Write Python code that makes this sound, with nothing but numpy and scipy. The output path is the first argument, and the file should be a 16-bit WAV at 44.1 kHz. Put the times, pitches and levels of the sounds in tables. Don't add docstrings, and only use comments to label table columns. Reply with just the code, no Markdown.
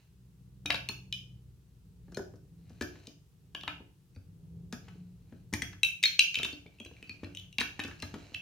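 import sys
import numpy as np
from scipy import signal
from scipy.fft import rfft, irfft, next_fast_len
from scipy.io import wavfile

SR = 44100
rng = np.random.default_rng(int(sys.argv[2]) if len(sys.argv) > 2 else 0)


def inscribe(sig):
    pcm = np.round(np.clip(np.atleast_2d(sig).T, -1, 1) * 32767)
    wavfile.write(sys.argv[1], SR, pcm.astype(np.int16))


def field_ratio(decibels):
    return 10 ** (np.asarray(decibels, dtype=float) / 20)


N = 370881

# time_s, firing_hz, order1_db, order2_db, order3_db
LORRY_ORDERS = [
    (0.0, 57.8, -69, -68, -73),
    (0.09, 62.5, -63.5, -66, -72),
    (0.65, 62.8, -56.5, -52, -56),
    (1.39, 61.7, -57.5, -51, -61),
    (1.72, 60.5, -62, -69, -93),
    (2.12, 59.5, -56, -65, -57.5),
    (2.3, 64.9, -92, -85, -74),
]
# time_s, pitch_hz, level_db
CAR_TONE = [(1.8, 174.5, -83), (1.83, 178.5, -69), (2.13, 176.9, -49), (2.41, 173.1, -63),
            (2.61, 168.4, -51), (3.25, 169.0, -74.5), (3.79, 165.7, -58), (3.92, 163.7, -84.5),
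            (4.56, 168.6, -45), (4.82, 180.3, -58), (5.02, 178.3, -46), (5.19, 178.9, -56),
            (6.18, 170.1, -64), (6.9, 172.6, -71), (6.93, 186.9, -67), (7.23, 160.4, -60),
            (7.34, 178.9, -57.5), (7.75, 179.7, -66.5), (8.17, 166.6, -69), (8.41, 178.1, -62)]
# time_s, level_db
STREET_LEVEL = [(0.0, -62.5), (0.14, -57), (0.56, -54), (0.86, -51.5), (1.29, -51.5), (1.69, -56.5),
                (1.9, -53.5), (2.08, -51.5), (2.53, -52), (2.76, -50.5), (3.09, -57), (3.3, -57),
                (3.72, -51.5), (3.98, -58), (4.22, -54), (4.61, -46.5), (4.97, -49.5), (5.17, -52),
                (5.72, -49), (5.9, -56), (6.42, -55.5), (6.74, -59.5), (7.07, -55.5), (8.1, -52),
                (8.41, -56)]
# freq_hz, density_db_per_hz
RUMBLE_SPECTRUM = [(12, -66.5), (20, -26.5), (32, -27), (48, -9.5), (138, -4.5), (172, -8), (191, -10.5),
                   (221, -21.5), (265, -21.5), (347, -24.5), (464, -27), (545, -36.5), (1500, -59.5),
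                   (1950, -85), (3300, -120)]
# freq_hz, density_db_per_hz
HISS_SPECTRUM = [(470, -24.5), (800, -5), (1890, -9), (2370, -10.5), (2560, -7), (2900, -8), (6670, -10.5),
                 (15200, -13), (16400, -16)]
# freq_hz, t60_s, echo_db
ROOM_DECAY = [(100.9, 0.5, -4), (499.5, 0.41, -1), (1500, 0.33, 0), (4004, 0.37, -2), (9990, 0.34, -4.5)]
# time_s, left_minus_right_db
HAND_BALANCE = [(0.0, -6), (0.61, 6), (1.26, 2.5), (1.36, -6), (2.18, 7), (2.44, 5), (2.69, 4), (4.0, 2.5),
                (5.5, 5), (6.44, 1.5), (6.7, 2), (8.15, 4), (8.22, -5), (8.41, -3.0)]
# time_s, scrape_db
SLIDE_LEVELS = [
    [(0.0, -72.5), (0.15, -106)],
    [(2.05, -88), (2.2, -76)],
    [(2.6, -85), (2.704, -76), (2.986, -69.5), (3.1, -70)],
    [(4.85, -73.5), (4.92, -74), (5.108, -90.5), (5.408, -80), (5.45, -95)],
    [(6.5, -60.5), (6.606, -81.5), (6.844, -76), (7.004, -70.5), (7.43, -74.5), (7.632, -94), (7.754, -70),
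     (8.174, -64.5), (8.244, -64), (8.41, -70)],
]
# freq_hz, density_db_per_hz
SCRAPE_SPECTRUM = [(290, -9), (500, -4.5), (704, -8), (1320, -14), (2760, -6.5), (3460, -17.5),
                   (4050, -4.5), (4940, -17.5), (6390, -15), (15000, -47)]
# start_s, peak_db, boom_hz, stud_re_peak_db, table_re_peak_db
PLATE_KNOCKS = [(0.657, -36, 302, 6, -15), (0.701, -42.5, 292, 14.5, -20), (0.743, -37.5, 550, -1, -12),
                (0.894, -38, 231, 3.5, -9), (1.125, -62, 202, -10, 1), (2.082, -51, 231, -3, -9),
                (2.122, -47, 365, -3, -6), (2.172, -27.5, 400, -5, -34), (2.194, -33, 378, -25, -10),
                (2.338, -47.5, 287, -14.5, -11), (2.704, -48, 240, -20, -15), (2.812, -28, 288, -16, -18),
                (2.827, -30, 350, -5, -6), (2.961, -53.5, 256, -16, -7), (3.077, -43, 235, -28, -21),
                (3.549, -48, 304, 15, -14), (3.635, -51, 215, 13, -10), (3.678, -40.5, 299, 10, -7),
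                (3.803, -42, 208, -22, -10.5), (4.164, -48, 237, -8, 6.5), (4.729, -35, 240, 2.5, -17),
                (4.881, -51, 200, 7, 2), (4.953, -47.5, 200, -18, -8), (5.324, -43, 237, -17, -11),
                (5.527, -31.5, 220.6, -9, -12), (5.535, -29.5, 231, -9, -6), (5.625, -39, 268, -5, -8),
                (5.733, -59, 284, -9, -11), (5.844, -57, 202, 14, 0), (6.034, -44, 623, -2, -21),
                (6.19, -55, 560, 16.5, -11), (6.373, -44.5, 242, -3, -5), (6.397, -37, 234, 4.5, -27),
                (6.429, -40, 390, -13, -12), (6.449, -40.5, 235, 2, -20), (6.531, -40, 299, -16, -15),
                (6.659, -41, 234, -32, -18.5), (6.804, -43, 229.4, -33, -23), (6.859, -45, 344, -4, -6),
                (6.912, -48.5, 462, -17, 2.5), (7.028, -47, 229, -18, -17), (7.096, -45.5, 233, -6, -13),
                (7.144, -55, 250, -32, -2), (7.232, -32.5, 234, -18, -9), (7.268, -44, 273, -5, 3),
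                (7.588, -38.5, 255, 5.5, -14), (7.611, -33.5, 249, 4.5, -18), (7.793, -34.5, 299, 4, -15.5),
                (7.848, -36, 285, -16, -9), (7.884, -39.5, 308, -2, -13), (8.028, -37.5, 242, 3.5, -5),
                (8.14, -33.5, 240, -3.5, -13), (8.158, -40, 247, -29, -14), (8.319, -49, 296, -5, -11.5),
                (8.345, -60, 202, 11.5, 9)]
# freq_hz, level_db, t60_s
PLATE_MODES = [(237.2, -14.5, .08), (284, -5.5, 0.088), (350, -7, 0.083), (418.8, -7, .06),
               (465, -10.5, .06), (547.6, -16.5, .05)]
# freq_hz, level_db, t60_s
STUD_MODES = [(640, -6.5, .015), (783, -7, .02), (941, -0.5, 0.012), (1157, -2.5, 0.021),
              (1400, -1.5, 0.019), (1590, 3.5, .015)]
# freq_hz, level_db, t60_s
TABLE_MODES = [(68, -8, .15), (100, 7, 0.33)]
# start_s, peak_db, stud_hz, brightness_re_peak_db
STUD_SNAPS = [(0.7033, -19, 2260, -22), (0.7432, -27, 1650, -19), (2.1204, -50, 1420, 0),
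              (2.1705, -30, 1440, 2), (2.3374, -64, 1280, 2), (2.3574, -59, 1530, 4),
              (2.6954, -51.5, 1730, -2), (2.8105, -24, 1770, -12), (2.8204, -26, 1760, 0),
              (2.9562, -48.5, 1500, -22), (3.678, -22.5, 1790, -27.5), (4.7257, -29, 1555, -5),
              (4.7334, -40, 1820, -11), (4.8838, -44.5, 1500, -18), (5.2954, -66, 1640, -6),
              (5.3233, -52, 1880, -19), (5.5368, -17.5, 1990, -6), (5.6201, -24.5, 2160, -3.5),
              (5.7299, -42, 1760, -17), (6.4504, -30.5, 1570, -6), (7.2335, -38.5, 1880, -20),
              (7.6134, -19, 1860, -12.5), (7.7932, -23, 1850, -16), (7.8484, -32, 1820, -17),
              (7.8784, -38, 1440, 2), (7.9119, -36.5, 1780, -19), (7.9444, -49, 1630, -12),
              (8.0254, -31.5, 2140, -4), (8.1409, -38, 1400, -12), (5.528, -31, 1870, 1)]
# freq_hz, density_db_per_hz
CRACK_SPECTRUM = [(530, -33), (900, -4), (1390, -14), (1790, 0), (2760, -6), (6330, -10.5), (8350, -19.5),
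                  (14500, -26.5), (16000, -32)]
# start_s, peak_db, cavity_hz, wall_hz, wall_re_peak_db, edge_re_peak_db
BRICK_CLACKS = [(0.6591, -29.5, 2500, 3800, -2.5, -11.5), (0.7036, -18.5, 2740, 3850, -8, -23),
                (0.7251, -30, 2650, 3970, -13.5, -18), (0.7444, -26.5, 2720, 3800, -11.5, -37),
                (0.7567, -32, 2660, 4060, -9.5, -34), (0.8883, -26, 2630, 4286, -4.5, -11),
                (1.1257, -22.5, 3010, 3680, -17.5, -54), (2.1455, -52, 2460, 4220, 3.5, 2.5),
                (3.0705, -45.5, 3110, 4700, 4.5, -4), (3.5486, -29, 2835, 3540, -24.5, -40.5),
                (3.6106, -39, 2930, 3530, -13, -41), (3.6341, -36, 2970, 3680, -22, -32),
                (3.679, -25, 2420, 3660, -20.5, -37), (4.149, -65.5, 2490, 4610, -9.5, -5.5),
                (4.1609, -54.5, 2250, 4510, -4.5, -22), (5.5368, -22.5, 2066, 4220, -17, -10.5),
                (5.6203, -24, 2040, 3315, -14.5, -13.5), (5.8321, -14.5, 2664, 3863, -9, -13),
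                (6.0369, -9.5, 2466, 3750, -10.5, -22), (6.0554, -21.5, 2300, 4180, 1, -26.5),
                (6.1924, -5.5, 2778, 3985, -10.5, -18), (6.3436, -25.5, 2650, 3770, -7.5, -25),
                (6.355, -15, 2670, 3840, -22, -38), (6.3875, -21.5, 2565, 3800, -12, -41.5),
                (6.4315, -21.5, 2720, 3530, -10.5, -17), (6.4467, -25.5, 2770, 3770, -11, -19),
                (6.5284, -44.5, 2710, 4400, -0.5, -20), (6.6637, -48.5, 2330, 3550, -11.5, -33.5),
                (6.786, -50.5, 2664, 3960, -28, -36), (6.8002, -38.5, 2525, 3270, -11, -17),
                (6.8488, -40.5, 2650, 4730, -21, -13.5), (6.8614, -47, 2850, 4000, -10.5, -17),
                (6.935, -52, 2780, 3880, -25, -27), (6.9666, -46.5, 2340, 3850, -36, -29.5),
                (7.0266, -35.5, 2593, 3880, -37, -26), (7.0946, -34, 2480, 4370, -14.5, -42),
                (7.245, -36.5, 2380, 4100, -13, -36), (7.3489, -37.5, 2790, 3770, -16, -12.5),
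                (7.3711, -33.5, 3010, 3720, -15.5, -15.5), (7.3965, -40.5, 2990, 3880, -26, -22.5),
                (7.5271, -47, 2820, 3850, -11, -9), (7.5839, -18.5, 2740, 3770, -15, -36),
                (7.6006, -24, 2370, 3880, -16, -19), (7.6065, -21.5, 2670, 3840, -11.5, -21),
                (7.7996, -26.5, 2640, 3760, -13.5, -28.5), (7.8372, -33.5, 2630, 3990, -5.5, -15),
                (8.0006, -43.5, 2730, 5070, -9, -17), (8.023, -35, 2780, 4060, -1, -7.5),
                (8.3427, -36.5, 2840, 4080, -10, -22), (8.3462, -24.5, 2630, 3960, -32, -32.5)]
PARTNER_CLACKS = [
    (1.1262, -33.5, 2461, 3950, -6, -41),
    (3.6778, -30.5, 2960, 3730, -12.5, -38),
    (5.847, -27.5, 2660, 4040, -9.5, -13.5),
    (6.0285, -25, 2650, 4630, -5.5, -10.5),
    (6.1908, -25.5, 2430, 3060, -5.5, -21),
    (7.073, -58, 2520, 4530, -6, -18),
]
# cavity_multiple, level_db, t60_s
CAVITY_MODES = [(.89, -27.5, 0.04), (1, 1, .035), (1.06, -6.5, 0.014), (1.13, -10.5, .02)]
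# wall_multiple, level_db, t60_s
WALL_MODES = [(.8, -5.5, 0.019), (0.881, -1, 0.016), (1.001, 6, 0.063), (1.05, -7, .025),
              (1.15, -12, 0.029), (1.25, -19, 0.027)]
# freq_hz, level_db, t60_s
EDGE_MODES = [(5420, -1.5, 0.035), (5907, 5, 0.024), (6320, 2, .01), (6550, -1, .015), (7600, -6, .008),
              (8370, 4.5, .015), (8860, -17.5, 0.0046), (10300, -18.5, 0.0087), (11160, -10.5, 0.011),
              (12350, -13.5, 0.0073), (13500, -12, .006), (14400, -17.5, .006)]


def at_hz(points, hz):
    p = np.array(points)
    return np.interp(np.log(np.maximum(hz, 1)), np.log(p[:, 0]), p[:, 1])


def in_time(rows, fade_s=0.042):
    time_s, *columns = np.transpose(rows)
    t = np.arange(N) / SR
    gate = np.clip(np.minimum(t - time_s[0] + fade_s, time_s[-1] + fade_s - t) / fade_s, 0, 1)
    return [np.interp(t, time_s, c) for c in columns] + [gate]


def rms_one(x):
    return x / np.sqrt(np.mean(x ** 2) + 1e-20)


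def coloured(white, spectrum):
    size = next_fast_len(N)
    hz = np.arange(size // 2 + 1) * SR / size
    shaped = rfft(white, size) * field_ratio(at_hz(spectrum, hz))
    return rms_one(irfft(shaped, size)[..., :N])


def stereo_noise(alike):
    mid, side = rng.standard_normal((2, N))
    alike = np.clip(alike, 0, 1)
    return np.sqrt(1 + alike) * mid + np.sqrt(1 - alike) * side * np.array([[1], [-1]])


def struck(push, modes, chance, spread_db, detune):
    out = np.zeros(len(push))
    for (hz, level_db, t60_s), (a, b) in zip(modes, chance):
        r = field_ratio(-60 / (t60_s * SR))
        w = 2 * np.pi * hz * (1 + detune * b) / SR
        ring = signal.lfilter([0, 1], [1, -2 * r * np.cos(w), r * r], push)
        out += field_ratio(level_db + spread_db * a) * ring / np.max(np.abs(ring))
    return out / np.max(np.abs(out))


def contact(noise, length_s, chatter_s):
    push = np.full(int(length_s * SR), 1e-18)
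    t = np.arange(len(noise)) / SR
    push[:len(noise)] += noise * np.abs(noise) * np.exp(-t / chatter_s)
    return push


def add(track, sound, start_s):
    i = round(start_s * SR)
    track[..., i:i + sound.shape[-1]] += sound[..., :N - i]


def hiss():
    return field_ratio(-76) * coloured(stereo_noise(alike=0.16), HISS_SPECTRUM)


def traffic():
    firing_hz, *orders_db, gate = in_time(LORRY_ORDERS)
    phase = 2 * np.pi * np.cumsum(firing_hz) / SR
    lorry = gate * sum(field_ratio(db) * np.sin((k + 1) * phase + k) for k, db in enumerate(orders_db))
    car_hz, car_db, gate = in_time(CAR_TONE)
    car = gate * field_ratio(car_db) * np.sin(2 * np.pi * np.cumsum(car_hz) / SR)
    rumble = field_ratio(in_time(STREET_LEVEL)[0] - 4.2) * coloured(stereo_noise(alike=0.89), RUMBLE_SPECTRUM)
    return lorry + car + rumble * field_ratio([[.6], [-.6]])


def room(x, gap_s=0.0045, build_s=0.0086):
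    t = np.arange(int(.6 * SR)) / SR
    white = rng.standard_normal((2, len(t)))
    edges_hz = 60 * 2. ** np.arange(9)
    table = np.array(ROOM_DECAY)
    tail = 0
    for lo, hi in zip(edges_hz, edges_hz[1:]):
        centre_hz = np.sqrt(lo * hi)
        t60_s, echo_db = at_hz(table, centre_hz), at_hz(table[:, ::2], centre_hz)
        octave = signal.butter(2, [lo, hi], "band", fs=SR, output="sos")
        mid, side = signal.sosfilt(octave, white)
        pair = mid + np.tanh(lo / 400) * side * np.array([[1], [-1]])
        tail = tail + pair * field_ratio(echo_db - 60 * t / t60_s)
    tail = tail * np.clip((t - gap_s) / build_s, 0, 1) * field_ratio(-26.5)
    return signal.fftconvolve(x[None], tail, axes=1)[:, :N]


def sliding():
    hits = rng.random(N) < 1500 / SR
    sizes = field_ratio(3.0 * np.minimum(rng.exponential(1, N), 4))
    grains = hits * sizes * rng.choice([-1, 1], N)
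    level = sum(field_ratio(db) * gate for db, gate in map(in_time, SLIDE_LEVELS))
    return field_ratio(2.0) * level * coloured(grains, SCRAPE_SPECTRUM)


def knocks():
    out = np.zeros(N)
    draws = rng.standard_normal((len(PLATE_KNOCKS), 700))
    for (start_s, peak_db, boom_hz, stud_db, table_db), d in zip(PLATE_KNOCKS, draws):
        push = contact(d[60:], .25, chatter_s=.004)
        chance = d[:60].reshape(-1, 2)
        boom = struck(push, [(boom_hz, 0, .07)] + PLATE_MODES, chance, spread_db=2, detune=.01)
        studs = struck(push, STUD_MODES, chance[8:], spread_db=2, detune=.05)
        table = struck(push, TABLE_MODES, chance[16:], spread_db=1, detune=.02)
        hit = boom + field_ratio(stud_db - 1.5) * studs + field_ratio(table_db - 0.5) * table
        add(out, field_ratio(peak_db + 1.5) * hit, start_s)
    return signal.sosfilt(signal.butter(3, [55, 1900], "band", fs=SR, output="sos"), out)


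def snaps():
    out = np.zeros(N)
    draws = rng.standard_normal((len(STUD_SNAPS), 1024))
    size, lead = 2048, 64
    band_hz = np.arange(size // 2 + 1) * SR / size
    for (start_s, peak_db, stud_hz, bright_db), d in zip(STUD_SNAPS, draws):
        push = np.roll(contact(d, size / SR, chatter_s=0.006), lead)
        tilt_db = (bright_db + 9.5) * np.clip(np.log2(band_hz / 2500 + 1e-9), 0, 1)
        crack = irfft(rfft(push) * field_ratio(at_hz(CRACK_SPECTRUM, band_hz) + tilt_db))
        stud = struck(push, [(stud_hz, 0, .015)], [(0, 0)], spread_db=0, detune=0)
        hit = crack / np.max(np.abs(crack)) + field_ratio(-10.0) * stud
        add(out, field_ratio(peak_db - 0.5) * hit, start_s - lead / SR)
    return out


def clacks():
    out = np.zeros(N)
    events = BRICK_CLACKS + PARTNER_CLACKS
    draws = rng.standard_normal((len(events), 500))
    for (start_s, peak_db, cavity_hz, wall_hz, wall_db, edge_db), d in zip(events, draws):
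        push = contact(d[60:], 0.05, chatter_s=0.0017)
        chance = d[:60].reshape(-1, 2)
        cavity_modes = [(m * cavity_hz, db, t60_s) for m, db, t60_s in CAVITY_MODES]
        wall_modes = [(m * wall_hz, db, t60_s) for m, db, t60_s in WALL_MODES]
        cavity = struck(push, cavity_modes, chance, spread_db=2, detune=.004)
        walls = struck(push, wall_modes, chance[5:], spread_db=2, detune=.006)
        edges = struck(push, EDGE_MODES, chance[12:], spread_db=2, detune=.015)
        hit = cavity + field_ratio(wall_db + 5.5) * walls + field_ratio(edge_db + 6.5) * edges
        small_body = signal.butter(4, 0.84 * cavity_hz, "high", fs=SR, output="sos")
        add(out, field_ratio(peak_db + 1.69) * signal.sosfilt(small_body, hit), start_s)
    return out


def scene():
    bricks, plate = clacks() + snaps() + sliding(), knocks()
    balance = np.array([[.5], [-.5]]) * in_time(HAND_BALANCE)[0]
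    near = bricks * field_ratio(balance) + plate * field_ratio([[.8], [-.8]])
    near[1] = np.roll(near[1], 1)
    return near + room(bricks + plate) + traffic()


def band_limit(x):
    return signal.sosfilt(signal.butter(12, 16510, fs=SR, output="sos"), x)


def record(dry):
    mix = dry + hiss()
    return band_limit(mix)


dry = scene()
out = record(dry)
inscribe(out)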